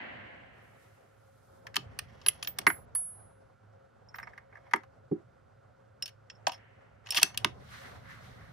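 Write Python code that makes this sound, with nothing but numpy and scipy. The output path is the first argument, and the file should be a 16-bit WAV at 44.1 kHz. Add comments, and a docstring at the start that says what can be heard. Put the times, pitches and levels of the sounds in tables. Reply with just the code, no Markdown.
"""A rifle bolt is lifted, drawn back and pushed home on a padded bench in a wooden shooting shed: short
bursts of noise ring the rifle's modes, dense grains make it rub, and dying sines make the bench thud.
The empty brass case is thrown out and rings on the floor, and a new round rattles into place, as dying sines.
Sleeves rustle as shaped noise. The echo of a shot dies away over a far hum and rumble, all filtered noise."""
import sys
import numpy as np
from scipy import signal
from scipy.fft import rfft, irfft
from scipy.io import wavfile

SR = 44100
rng = np.random.default_rng(int(sys.argv[2]) if len(sys.argv) > 2 else 0)


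def ratio_of_db(decibels):
    """Turn decibels (scalar or array-like) into linear amplitude factors; 0 dB maps to 1."""
    return 10 ** (np.asarray(decibels, float) / 20)


def wav_out(sig):
    """Save sig, one row per channel (or a flat mono array), as 16-bit PCM at SR to the path in sys.argv[1]."""
    wavfile.write(sys.argv[1], SR, np.round(np.clip(np.atleast_2d(sig).T, -1, 1) * 32767).astype(np.int16))


N = 375985   # length in samples
SPAN = 8192   # samples in a short sound

# Blows on the rifle. Each row: start in seconds, stock knock in dB, knock centre in Hz, steel click in dB,
# edge tick in dB.
BLOWS = [(1.667, -42.5, 1640, -48, -61), (1.742, -45.5, 1678, -47, -63),
         (1.7566, -35.5, 1820, -34.5, -37.5), (1.765, -31.5, 1400, -22, -32),
         (1.9886, -39, 1460, -33.5, -35.5), (2.2134, -61, 1030, -56, -78.5),
         (2.262, -33.5, 1880, -28, -40.5), (2.2839, -37, 2090, -25.5, -29), (2.4261, -42, 1700, -33.5, -50),
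         (2.446, -52.5, 1780, -43, -77), (2.472, -42.5, 1900, -34, -51), (2.5858, -35.5, 1210, -32, -31.5),
         (2.6132, -57, 1100, -52, -68.5), (2.6663, -14, 1800, -27, -39), (2.6718, -17.5, 1890, -36, -38.5),
         (2.6998, -27, 1430, -44.5, -51), (2.9502, -46, 1232, -54.5, -66), (4.1419, -41.5, 1633, -65, -70),
         (4.1561, -49, 1340, -59, -79.5), (4.1835, -40.5, 1440, -52, -66),
         (4.1967, -43.5, 1470, -67, -64.5), (4.2277, -42, 1750, -72, -68),
         (4.2706, -45.5, 1520, -66.5, -90), (4.3325, -51, 1550, -76, -84), (4.3763, -45, 1616, -60.5, -70),
         (4.5246, -57, 1607, -84, -91), (4.5525, -48.5, 1820, -72, -84), (4.5689, -53.5, 1640, -76.5, -83),
         (4.7104, -51.5, 1660, -62.5, -70), (4.7348, -16, 1674, -31.5, -42),
         (4.7584, -38.5, 1440, -53.5, -53.5), (4.8329, -56, 1175, -66, -75), (5.1126, -53, 774, -79, -86),
         (6.023, -48.5, 2170, -36, -40.5), (6.0574, -56, 2060, -42.5, -48.5),
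         (6.077, -58.5, 1780, -47.5, -55), (6.0886, -62, 1620, -55.5, -63),
         (6.2985, -50.5, 1920, -46.5, -87.5), (6.4681, -23, 800, -26, -51), (6.4782, -37, 860, -42, -43.5),
         (6.4932, -37, 905, -41, -74.5), (6.5183, -51, 1085, -44.5, -54), (6.5311, -59, 990, -52, -62),
         (7.0593, -57, 1785, -53.5, -82), (7.0688, -53, 1810, -46, -64), (7.0878, -50.5, 1580, -49, -70),
         (7.1049, -58, 1950, -35.5, -31), (7.121, -57, 1640, -34.5, -43), (7.1452, -41, 1860, -31, -42),
         (7.153, -44, 2060, -46, -36.5), (7.1717, -28.5, 2230, -22.5, -32.5), (7.1823, -31, 1860, -38, -37),
         (7.1966, -52, 2030, -34, -47), (7.2151, -48, 1796, -37, -42), (7.2295, -24, 1733, -12.5, -15.5),
         (7.3437, -50.5, 1400, -49.5, -66), (7.374, -46, 2270, -27.5, -30.5),
         (7.445, -23, 1454, -20.5, -33.5)]
# The three pitch ranges of knock, click and tick. Each row: lowest Hz, highest Hz.
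REGISTERS_HZ = [(600, 2700), (2500, 7300), (7200, 15300)]
# Modes of the rifle's stock and steel. Each row: pitch in Hz, relative level in dB.
RIFLE_MODES = [(668, -4), (790, 2.5), (960, 2.5), (1080, -1), (1215, 2.5), (1350, -6.5), (1625, -14.5),
               (1720, -4.5), (1850, -2), (1935, -4.5), (2062, 1.5), (2210, 5), (2455, -3.5), (2690, -4.5),
               (2960, 1.5), (3220, -1.5), (3380, -1), (3640, -4.5), (3900, -3.5), (4500, -0.5),
               (5040, -3.5), (5600, 1), (6128, -2), (6800, -6.5), (7700, -5.5), (9050, -5.5), (9870, 6),
               (11200, 5)]
# Broad snap of the contact against the modes: one level in dB per register.
CRACK_DB = [-4, -1.5, 7]
# Left minus right: one value in dB per register.
REGISTER_PAN_DB = [-2, 2.6, .5]
# The bolt body sings once as it slams home. Each row: pitch in Hz, level in dB, time to fall 60 dB in seconds.
BOLT_RING = [(6128, -34, .19), (10500, -50, .2)]
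# Parts rubbing as bolt and magazine are handled. Each row: peak in seconds, rise in seconds, fall in seconds,
# steel in dB, stock in dB. Here and in all strokes below, rise and fall are the times for 20 dB.
SLIDES = [(2.05, .3, .3, -73.5, -66), (2.334, 0.32, .25, -65, -63), (2.64, .3, .05, -73.5, -63.5),
          (4.2, 0.068, .1, -72.5, -55), (4.28, 0.069, .1, -79, -66), (4.36, 0.044, .1, -79.5, -58.5),
          (4.55, .09, .1, -82, -61.5), (4.67, .03, .05, -81.5, -61), (4.72, .1, .03, -72.5, -59),
          (6.545, 0.038, .05, -59, -54.5), (7.13, 0.044, 0.091, -54.5, -51.5), (7.24, .01, .09, -63, -46.5),
          (7.45, 0.21, .1, -70.5, -56.5)]
# Rubbing as the bolt is pushed home, a curve. Each row: time in seconds, steel in dB, stock in dB.
PUSH_HOME = [(7.04, -80.5, -67.5), (7.106, -54, -57.5), (7.158, -40.5, -45), (7.172, -23, -40.5),
             (7.216, -47.5, -53.5), (7.228, -27.5, -22)]
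# Blows heavy enough to move the bench top. Each row: start in seconds, level (rms) in dB, centre in Hz.
THUDS = [(1.767, -48, 230), (2.262, -50.5, 300), (2.586, -51, 300), (2.665, -35, 339), (2.699, -52.5, 340),
         (4.735, -39, 370), (4.757, -48.5, 370), (5.112, -26.5, 290), (6.47, -54, 199.4), (7.17, -50, 300),
         (7.227, -45.5, 261), (7.443, -39, 256)]
# Modes of the bench planks. Each row: pitch in Hz, relative level in dB, time to fall 60 dB in seconds.
BENCH_MODES = [(168, -2, 0.074), (228, -8, 0.099), (300, -1, 0.082), (341.4, -6, 0.12), (398, 1.5, 0.063),
               (512, -10, 0.07)]
# Low, middle and high ring of brass: the low ring is the new round's, the middle and high rings are the held
# case's. Each row of a ring: pitch in Hz, relative level in dB.
BRASS_RINGS = [
    [(5360, 0), (5500, -8.5)],
    [(10820, 5), (10300, -14.5)],
    [(14350, -2), (14590, -2.5), (14680, -1), (14940, -5)],
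]
# Knocks on the fired case while the bolt holds it. Each row: start in seconds, middle ring in dB,
# high ring in dB, time to fall 60 dB in seconds.
CASE_TAPS = [(2.262, -29.5, -34, .085), (2.284, -8.5, -29, 0.02), (2.427, -43, -44, 0.079),
             (2.473, -61.5, -30, .12), (2.667, -31, -35, .23), (4.156, -90, -49.5, .13)]
# Knocks on the new round, which sings on the low ring only. Each row: start in seconds, level in dB.
ROUND_TAPS = [(4.087, -50.5), (4.142, -51), (4.228, -48), (6.024, -25), (6.057, -36.5), (6.3, -43.5),
              (6.352, -58.5), (6.471, -40.5), (6.519, -42.5), (6.543, -44), (7.106, -23)]
# Modes of the freed case. Each row: pitch in Hz, relative level in dB, time to fall 60 dB in seconds.
FREE_CASE = [(4560, -25, 0.11), (8791, -13, 0.51), (9889, -40, 0.52), (10270, 0, 0.47), (10540, -21, 0.095),
             (10790, -17, 0.074), (11120, -18, 0.29), (11500, -22, 0.16), (12840, -30, 0.14),
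             (12980, -42, 0.53), (14380, -24, 0.11), (15230, -13, 0.071)]
# A sleeve brushes the bench cloth lightly. Each row: peak, rise and fall in seconds, level in dB.
BRUSHES = [(.65, .2, .3, -75.5), (.81, 0.11, .4, -72.5), (1.27, 0.46, .5, -82), (1.56, 0.31, .3, -75.5)]
# An arm drags over the bench pad. Each row: peak, rise and fall in seconds, sleeve in dB, elbow in dB.
DRAGS = [(7.61, .05, 0.19, -73, -70), (7.73, 0.091, 0.32, -59, -52.5), (7.86, 0.24, 0.15, -58.5, -55),
         (7.96, 0.024, 0.054, -71.5, -62), (8.11, 0.095, 0.2, -60, -49.5), (8.24, 0.05, 0.24, -67, -62.5),
         (8.45, 0.27, 0.45, -70, -61)]
# Colours of the brushing and the dragging sleeve. Each row of either: pitch in Hz, relative dB per Hz.
CLOTHS = [
    [(2060, -32.5), (3500, -2.5), (8360, -4), (10100, -1.5), (12200, -15), (12900, -5), (14300, -5.5),
     (16000, -21.5)],
    [(1650, -29.5), (2800, 5), (4530, -0.5), (7940, -11.5), (10100, -11), (11400, -14.5), (12200, -28),
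     (14200, -11), (16000, -29.5)],
]
# Colour of the elbow on the pad. Each row: pitch in Hz, relative dB per Hz.
PAD = [(590, -38.5), (1000, -1.5), (1280, 1), (1720, -2), (1880, 2), (2310, -12.5), (3000, -13),
       (3900, -40.5), (6600, -120)]
# Colour of the shot's echo. Each row: pitch in Hz, relative dB per Hz.
VALLEY = [(59, -34), (100, -13), (282, 4.5), (403, -16.5), (544, 5.5), (1160, -9), (2030, 5.5),
          (3450, -17.5), (5000, -40), (5520, -44), (9000, -54), (11700, -76), (19800, -120)]
# A far wash, coloured like the echo, swells and fades. Each row: peak, rise and fall in seconds, level in dB.
WASHES = [(1.9, 0.2, 1.2, -64), (6.6, .3, 0.67, -61.5)]
# Rumble from outdoors and through the bench, a curve. Each row: time in seconds, level in dB.
RUMBLE_LEVEL = [(0.0, -59.5), (0.76, -65), (1.16, -71.5), (1.57, -62.5), (1.85, -51), (2.25, -59.5),
                (2.73, -55), (3.46, -66), (3.85, -67.5), (4.23, -60), (4.54, -66.5), (5.03, -63),
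                (5.53, -66.5), (6.86, -64.5), (7.22, -63), (7.43, -49.5), (7.74, -55), (8.53, -53)]
# Colour of the rumble. Each row: pitch in Hz, relative dB per Hz.
RUMBLE = [(15, -47), (25, -18), (84, -1), (113, 2), (155, -5.5), (206, -13), (260, -10.5), (340, -38),
          (570, -120)]
# Colour of the hush. Each row: pitch in Hz, relative dB per Hz.
HUSH = [(120, -35.5), (200, -11), (236, -11), (273, -24.5), (347, -6.5), (440, -9), (529, 6), (579, -2),
        (1080, -15), (1350, -13), (2650, -39.5), (6400, -37), (16000, -64)]
# Far hums. Each row: pitch in Hz, width in Hz, level in dB, left minus right in dB.
HUMS = [(105, 5, -67, -4), (540, 5, -67.5, 3), (1370, 220, -73, -3)]
# How alike left and right noise are. Each row: pitch in Hz, likeness from 0 (unrelated) to 1 (the same).
LIKENESS = [(60, 0.77), (180, .5), (600, 0.52), (1650, 0), (4970, .1), (15000, 0.0)]

# Fall (20 dB) of contact noise in a blow of 0 dB; gentler blows touch longer, and so do those with more
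# stock than steel.
HARD_CONTACT_MS, SOFTER_MS_PER_DB, DULLER_MS_PER_DB = 1.5, 0.1578, 0.1167
KNOCK_SHARPNESS = 1.2   # Q of each of the two resonances
LONGEST_T60_S, RING_CYCLES = .032, 50   # plastic and padding damp every rifle mode quickly
BOLT_HOME_S = 7.2305
ROUND_T60_S = 0.064
LANDING_S, LANDING_DB = 2.9495, -24.5   # the freed case on the floor
CASE_SPLIT_HZ, CASE_TWIN_DB = 6.96, -20   # each mode's twin: pitch above it, level against it
CLOTH_PATCHY_DB = 1.1
SHED_T60_S, SHED_DB, WALL_CUT_HZ = .17, -21.5, 4500
ECHO_DB, ECHO_DB_PER_S = -42.5, 29   # level at the start, rate of fall
HUSH_DB, HUSH_FOLLOWS = -62.5, .45   # level at mean rumble, share of the rumble's swing in dB
RUMBLE_CUT_HZ = 42
PORT_TURN_HZ, PORT_WIDTH_HZ = 610, 350   # where the left port's phase turns
LEFT_DB = -1.07   # left minus right


def blows():
    """Each blow is a chatter of contact noise through the rifle's modes; a centre pitch focuses its knock."""
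    s, knock_db, centre_hz, click_db, tick_db = np.transpose(BLOWS)
    contact_ms = HARD_CONTACT_MS - SOFTER_MS_PER_DB * np.maximum(knock_db, click_db)
    contact_ms = contact_ms + DULLER_MS_PER_DB * np.maximum(knock_db - click_db, 0)
    push = contacts(contact_ms, alike=.75)
    knock, click, tick = registers(count=len(s), spread_db=2.5, sides_db=2.5)
    knock = knock * near(np.linspace(1, SR / 2, SPAN + 1), centre_hz)
    sounds = sum(at_level(push * answer, level_db, size=240)
                 for answer, level_db in [(knock, knock_db), (click, click_db), (tick, tick_db)])
    out = np.zeros((2, N))
    for at, sound in zip(s, sounds):
        add(out, at, sound)
    return out


def contacts(contact_ms, alike):
    """Spectra of short bursts of contact chatter, partly shared by both sides."""
    noise = rng.standard_normal((len(contact_ms), 3, SPAN))
    shared, own = noise[:, :1], noise[:, 1:]
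    noise = alike * shared + np.sqrt(max(1 - alike ** 2, 0)) * own
    contact_s = np.clip(contact_ms, .5, 60)[:, None, None] / 1000
    t = np.arange(SPAN) / SR / contact_s   # time counted in contacts
    return rfft(noise * ratio_of_db(-20 * t) * (1 - np.exp(-t / .16)), 2 * SPAN)


def registers(count, spread_db, sides_db):
    """Spectra of the rifle's answer to a click, per register: every touch weighs the modes anew."""
    hz = np.array(RIFLE_MODES)[:, 0]
    t60 = np.minimum(LONGEST_T60_S, RING_CYCLES / hz)
    rings = rfft(ringing(np.column_stack([RIFLE_MODES, t60]), size=SPAN), 2 * SPAN)
    luck = rng.standard_normal((count, 3, len(RIFLE_MODES)))
    weights = ratio_of_db(spread_db * luck[:, :1] + sides_db * luck[:, 1:])
    click = np.eye(1, SPAN)[0]   # a single sample
    for (low, high), crack_db, pan_db in zip(REGISTERS_HZ, CRACK_DB, REGISTER_PAN_DB):
        own = (hz >= low) & (hz < high)   # neighbouring registers overlap a little
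        band_filter = signal.butter(6, [low, high], "band", fs=SR, output="sos")
        band = rfft(signal.sosfilt(band_filter, click), 2 * SPAN)
        modes = weights[..., own] @ rings[own]
        modes = modes / np.sqrt(np.mean(abs(modes) ** 2) * SR / 2 / (high - low))
        yield (modes + ratio_of_db(crack_db)) * band * pan(pan_db)


def near(hz, centre_hz):
    """A broad resonance, applied twice, around a blow's centre pitch."""
    ratio = hz / centre_hz[:, None, None]
    return 1 / (1 + 1j * KNOCK_SHARPNESS * (ratio - 1 / ratio)) ** 2


def bolt_ring():
    """The long steel body of the bolt keeps sounding after the slam, as dying sines."""
    out = np.zeros(N)
    add(out, BOLT_HOME_S, ringing(BOLT_RING, size=2 * SPAN).sum(0))
    return out


def slide(grains_per_s=2500, rough_db=2.5):
    """Rubbing is a dense rain of uneven grains and noise into the steel's and the stock's modes."""
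    hits = rng.random(N) < grains_per_s / SR
    grains = hits * ratio_of_db(rough_db * rng.exponential(1, N)) * rng.choice([-1, 1], N)
    rub = (grains + .25 * rng.standard_normal((2, N))) * ratio_of_db(3.0 * drift(40))
    knock, click, tick = registers(count=1, spread_db=1.5, sides_db=2.5)
    steel_gain, stock_gain = strokes(SLIDES) + ratio_of_db(np.array(in_time(PUSH_HOME)))
    steel_answer = click[0] + ratio_of_db(-20.5) * tick[0]
    out = 0
    for gain, answer in [(steel_gain, steel_answer), (stock_gain, knock[0])]:
        rubbed = signal.fftconvolve(rub, irfft(answer)[:, :SPAN], axes=1)[:, :N]
        out = out + gain * rms_one(rubbed)
    return out


def thuds(swell_s=0.0047):
    """A soft push sets the bench planks going, most those near its centre pitch; they swell before they die."""
    s, level_db, centre_hz = np.transpose(THUDS)
    octaves = np.log2(np.array(BENCH_MODES)[:, 0] / centre_hz[:, None, None])
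    weights = ratio_of_db(2.5 * rng.standard_normal(octaves.shape) - 5 * octaves ** 2)
    swell = (1 - np.exp(-np.arange(SPAN) / SR / swell_s)) ** 2
    sounds = weights @ ringing(BENCH_MODES, size=SPAN) * swell
    sounds = signal.sosfilt(signal.butter(2, 650, fs=SR, output="sos"), sounds)
    out = np.zeros((1, N))
    for at, sound in zip(s, at_level(rfft(sounds), level_db, size=900)):
        add(out, at, sound)
    return out


def brass():
    """The thin case wall sings while held, and longer once it lands free, when its modes come in close pairs."""
    out = np.zeros(N)
    rise = 1 - np.exp(-np.arange(4 * SPAN) / SR / .0008)
    taps = [(s, BRASS_RINGS[:1], [level_db], ROUND_T60_S) for s, level_db in ROUND_TAPS]
    taps += [(s, BRASS_RINGS[1:], levels_db, t60) for s, *levels_db, t60 in CASE_TAPS]
    for s, rings, levels_db, t60 in taps:
        modes = [(hz, db + level_db, t60) for ring, level_db in zip(rings, levels_db) for hz, db in ring]
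        add(out, s, ringing(modes, size=SPAN).sum(0) * rise[:SPAN])
    twins = np.array(FREE_CASE) + [CASE_SPLIT_HZ, CASE_TWIN_DB, 0]
    landing = ringing(np.vstack([FREE_CASE, twins]), size=4 * SPAN).sum(0)
    add(out, LANDING_S, ratio_of_db(LANDING_DB) * rise * landing)
    return out * pan(-2.0)


def shed(x):
    """Plank walls close by: a short dull tail, different at each side."""
    t = np.arange(2 * SPAN) / SR
    tail = rng.standard_normal((2, len(t))) * ratio_of_db(-60 * t / SHED_T60_S) * (1 - np.exp(-t / 0.006))
    tail = signal.sosfilt(signal.butter(1, WALL_CUT_HZ, fs=SR, output="sos"), tail)
    return ratio_of_db(SHED_DB) * signal.fftconvolve(x, tail / np.linalg.norm(tail[0]), axes=1)[:, :N]


def rustle():
    """Sleeves brush and drag and an elbow rubs the pad: patchy coloured noise that swells and fades."""
    brush, = strokes(BRUSHES)
    sleeve, elbow = strokes(DRAGS)
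    return sum(gain * banded_noise(colour, patchy_db=CLOTH_PATCHY_DB)
               for gain, colour in [(brush, CLOTHS[0]), (sleeve, CLOTHS[1]), (elbow, PAD)])


def echo():
    """The shot's echo is smooth far noise dying at a steady rate, with washes of the same colour."""
    t = np.arange(N) / SR
    gain = ratio_of_db(ECHO_DB - ECHO_DB_PER_S * t) + strokes(WASHES)[0]
    return gain * banded_noise(VALLEY, patchy_db=.3)


def outdoors():
    """Rumble and hush are coloured noise; far hums are noise in bands so narrow that they waver."""
    rumble_db, = in_time(RUMBLE_LEVEL)
    hush_db = HUSH_DB + HUSH_FOLLOWS * (rumble_db - rumble_db.mean())
    out = ratio_of_db(rumble_db) * banded_noise(RUMBLE, patchy_db=0.0)
    out = out + ratio_of_db(hush_db) * banded_noise(HUSH, patchy_db=2.4)
    for hz, width_hz, level_db, pan_db in HUMS:
        narrow = signal.butter(1, [hz - width_hz / 2, hz + width_hz / 2], "band", fs=SR, output="sos")
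        hum = rms_one(signal.sosfilt(narrow, rng.standard_normal(N)))
        out += ratio_of_db(level_db) * pan(pan_db) * hum
    return out


def banded_noise(spectrum, patchy_db):
    """Half-octave bands of stereo noise, each with its own level, flicker and likeness; rms 1."""
    out, together = 0, drift(6)
    edges = 24 * 2 ** np.arange(0, 9.6, .5)
    white = rng.standard_normal((2, 2, N))   # neighbouring bands take turns
    for k, (low, high) in enumerate(zip(edges, edges[1:])):
        hz = np.sqrt(low * high)
        if not spectrum[0][0] / 1.5 < hz < spectrum[-1][0] * 1.5:
            continue
        band_filter = signal.butter(3, [low, high], "band", fs=SR, output="sos")
        mid, side = signal.sosfilt(band_filter, white[k % 2])
        alike = np.clip(at_hz(LIKENESS, hz), -1, 1)
        gain = ratio_of_db(at_hz(spectrum, hz) + patchy_db * (together + drift(36)))
        out = out + gain * (np.sqrt(1 + alike) * mid + np.sqrt(1 - alike) * side * [[1], [-1]])
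    return rms_one(out)


def drift(rate):
    """Slow chance, spread 1, made at a fortieth of the sample rate; rate in Hz."""
    r = np.exp(-80 * np.pi * rate / SR)
    slow = signal.lfilter([1], [1, -2 * r, r * r], rng.standard_normal(N // 40 + 2002))[2000:]
    return np.interp(np.arange(N) / 40, np.arange(len(slow)), rms_one(slow))


def strokes(rows):
    """Gain of each level column: every row rises to its peak and falls at a steady rate in dB."""
    t = np.arange(0, N + 32, 32) / SR
    peak_s, rise_s, fall_s, *levels_db = np.transpose(rows)[:, :, None]
    rising = (peak_s - t) / np.maximum(rise_s, .005)
    falling = (t - peak_s) / np.maximum(fall_s, .005)
    shape_db = -20 * np.maximum(rising, falling)
    return np.array([np.interp(np.arange(N) / SR, t, ratio_of_db(level_db + shape_db).sum(0)) for level_db in levels_db])


def in_time(rows):
    """Columns of a curve, sample by sample; -120 outside it."""
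    s, *columns = np.transpose(rows)
    return [np.interp(np.arange(N) / SR, s, c, left=-120, right=-120) for c in columns]


def at_hz(points, hz):
    """Reads a curve over pitch on a log axis."""
    return np.interp(np.log(hz), np.log(np.array(points)[:, 0]), np.array(points)[:, 1])


def ringing(modes, size):
    """One dying sine per mode."""
    hz, level_db, t60 = np.transpose(modes)[:, :, None]
    t = np.arange(size) / SR
    return ratio_of_db(level_db - 60 * t / t60) * np.sin(2 * np.pi * hz * t)


def at_level(spectra, level_db, size):
    """Sounds whose first samples, size of them, have the given rms."""
    part = irfft(spectra)[..., :SPAN]
    rms = np.sqrt(np.mean(part[..., :size] ** 2, axis=(1, 2), keepdims=True))
    return part / rms * ratio_of_db(level_db[:, None, None])


def rms_one(x):
    """Scales to rms 1."""
    return x / np.sqrt(np.mean(x ** 2) + 1e-20)


def pan(left_minus_right_db):
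    """Gains of left and right."""
    return ratio_of_db(left_minus_right_db / 2 * np.array([[1], [-1]]))


def add(out, s, sound):
    """Lays a sound in at time s."""
    at = round(s * SR)
    out[..., at:at + sound.shape[-1]] += sound[..., :N - at]


def scene():
    """Rifle and brass in the shed, cloth beside them, the range beyond."""
    rifle = blows() + bolt_ring() + slide() + thuds() + brass()
    return rifle + shed(rifle) + rustle() + echo() + outdoors()


def top_cut(x):
    """Nothing passes above the cut-off."""
    return signal.sosfilt(signal.butter(12, 16650, fs=SR, output="sos"), x)


def record(dry):
    """The left port hears a little later and softer, its phase turned through the low mids."""
    dry = signal.sosfilt(signal.butter(2, RUMBLE_CUT_HZ, "high", fs=SR, output="sos"), dry)
    r, w = np.exp(-np.pi * PORT_WIDTH_HZ / SR), 2 * np.pi * PORT_TURN_HZ / SR
    poles = [1, -2 * r * np.cos(w), r * r]
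    turned = signal.lfilter([0] + poles[::-1], poles, dry[0])   # all-pass, and one sample late
    both = np.array([turned, dry[1]]) * pan(LEFT_DB)
    both = np.tanh(both)   # loud peaks are rounded
    treble_cut = signal.cheby2(8, 40, 16500, fs=SR, output="sos")   # 40 dB down from 16500 Hz up
    mix = signal.sosfilt(treble_cut, both)
    return top_cut(mix)


dry = scene()
out = record(dry)
wav_out(out)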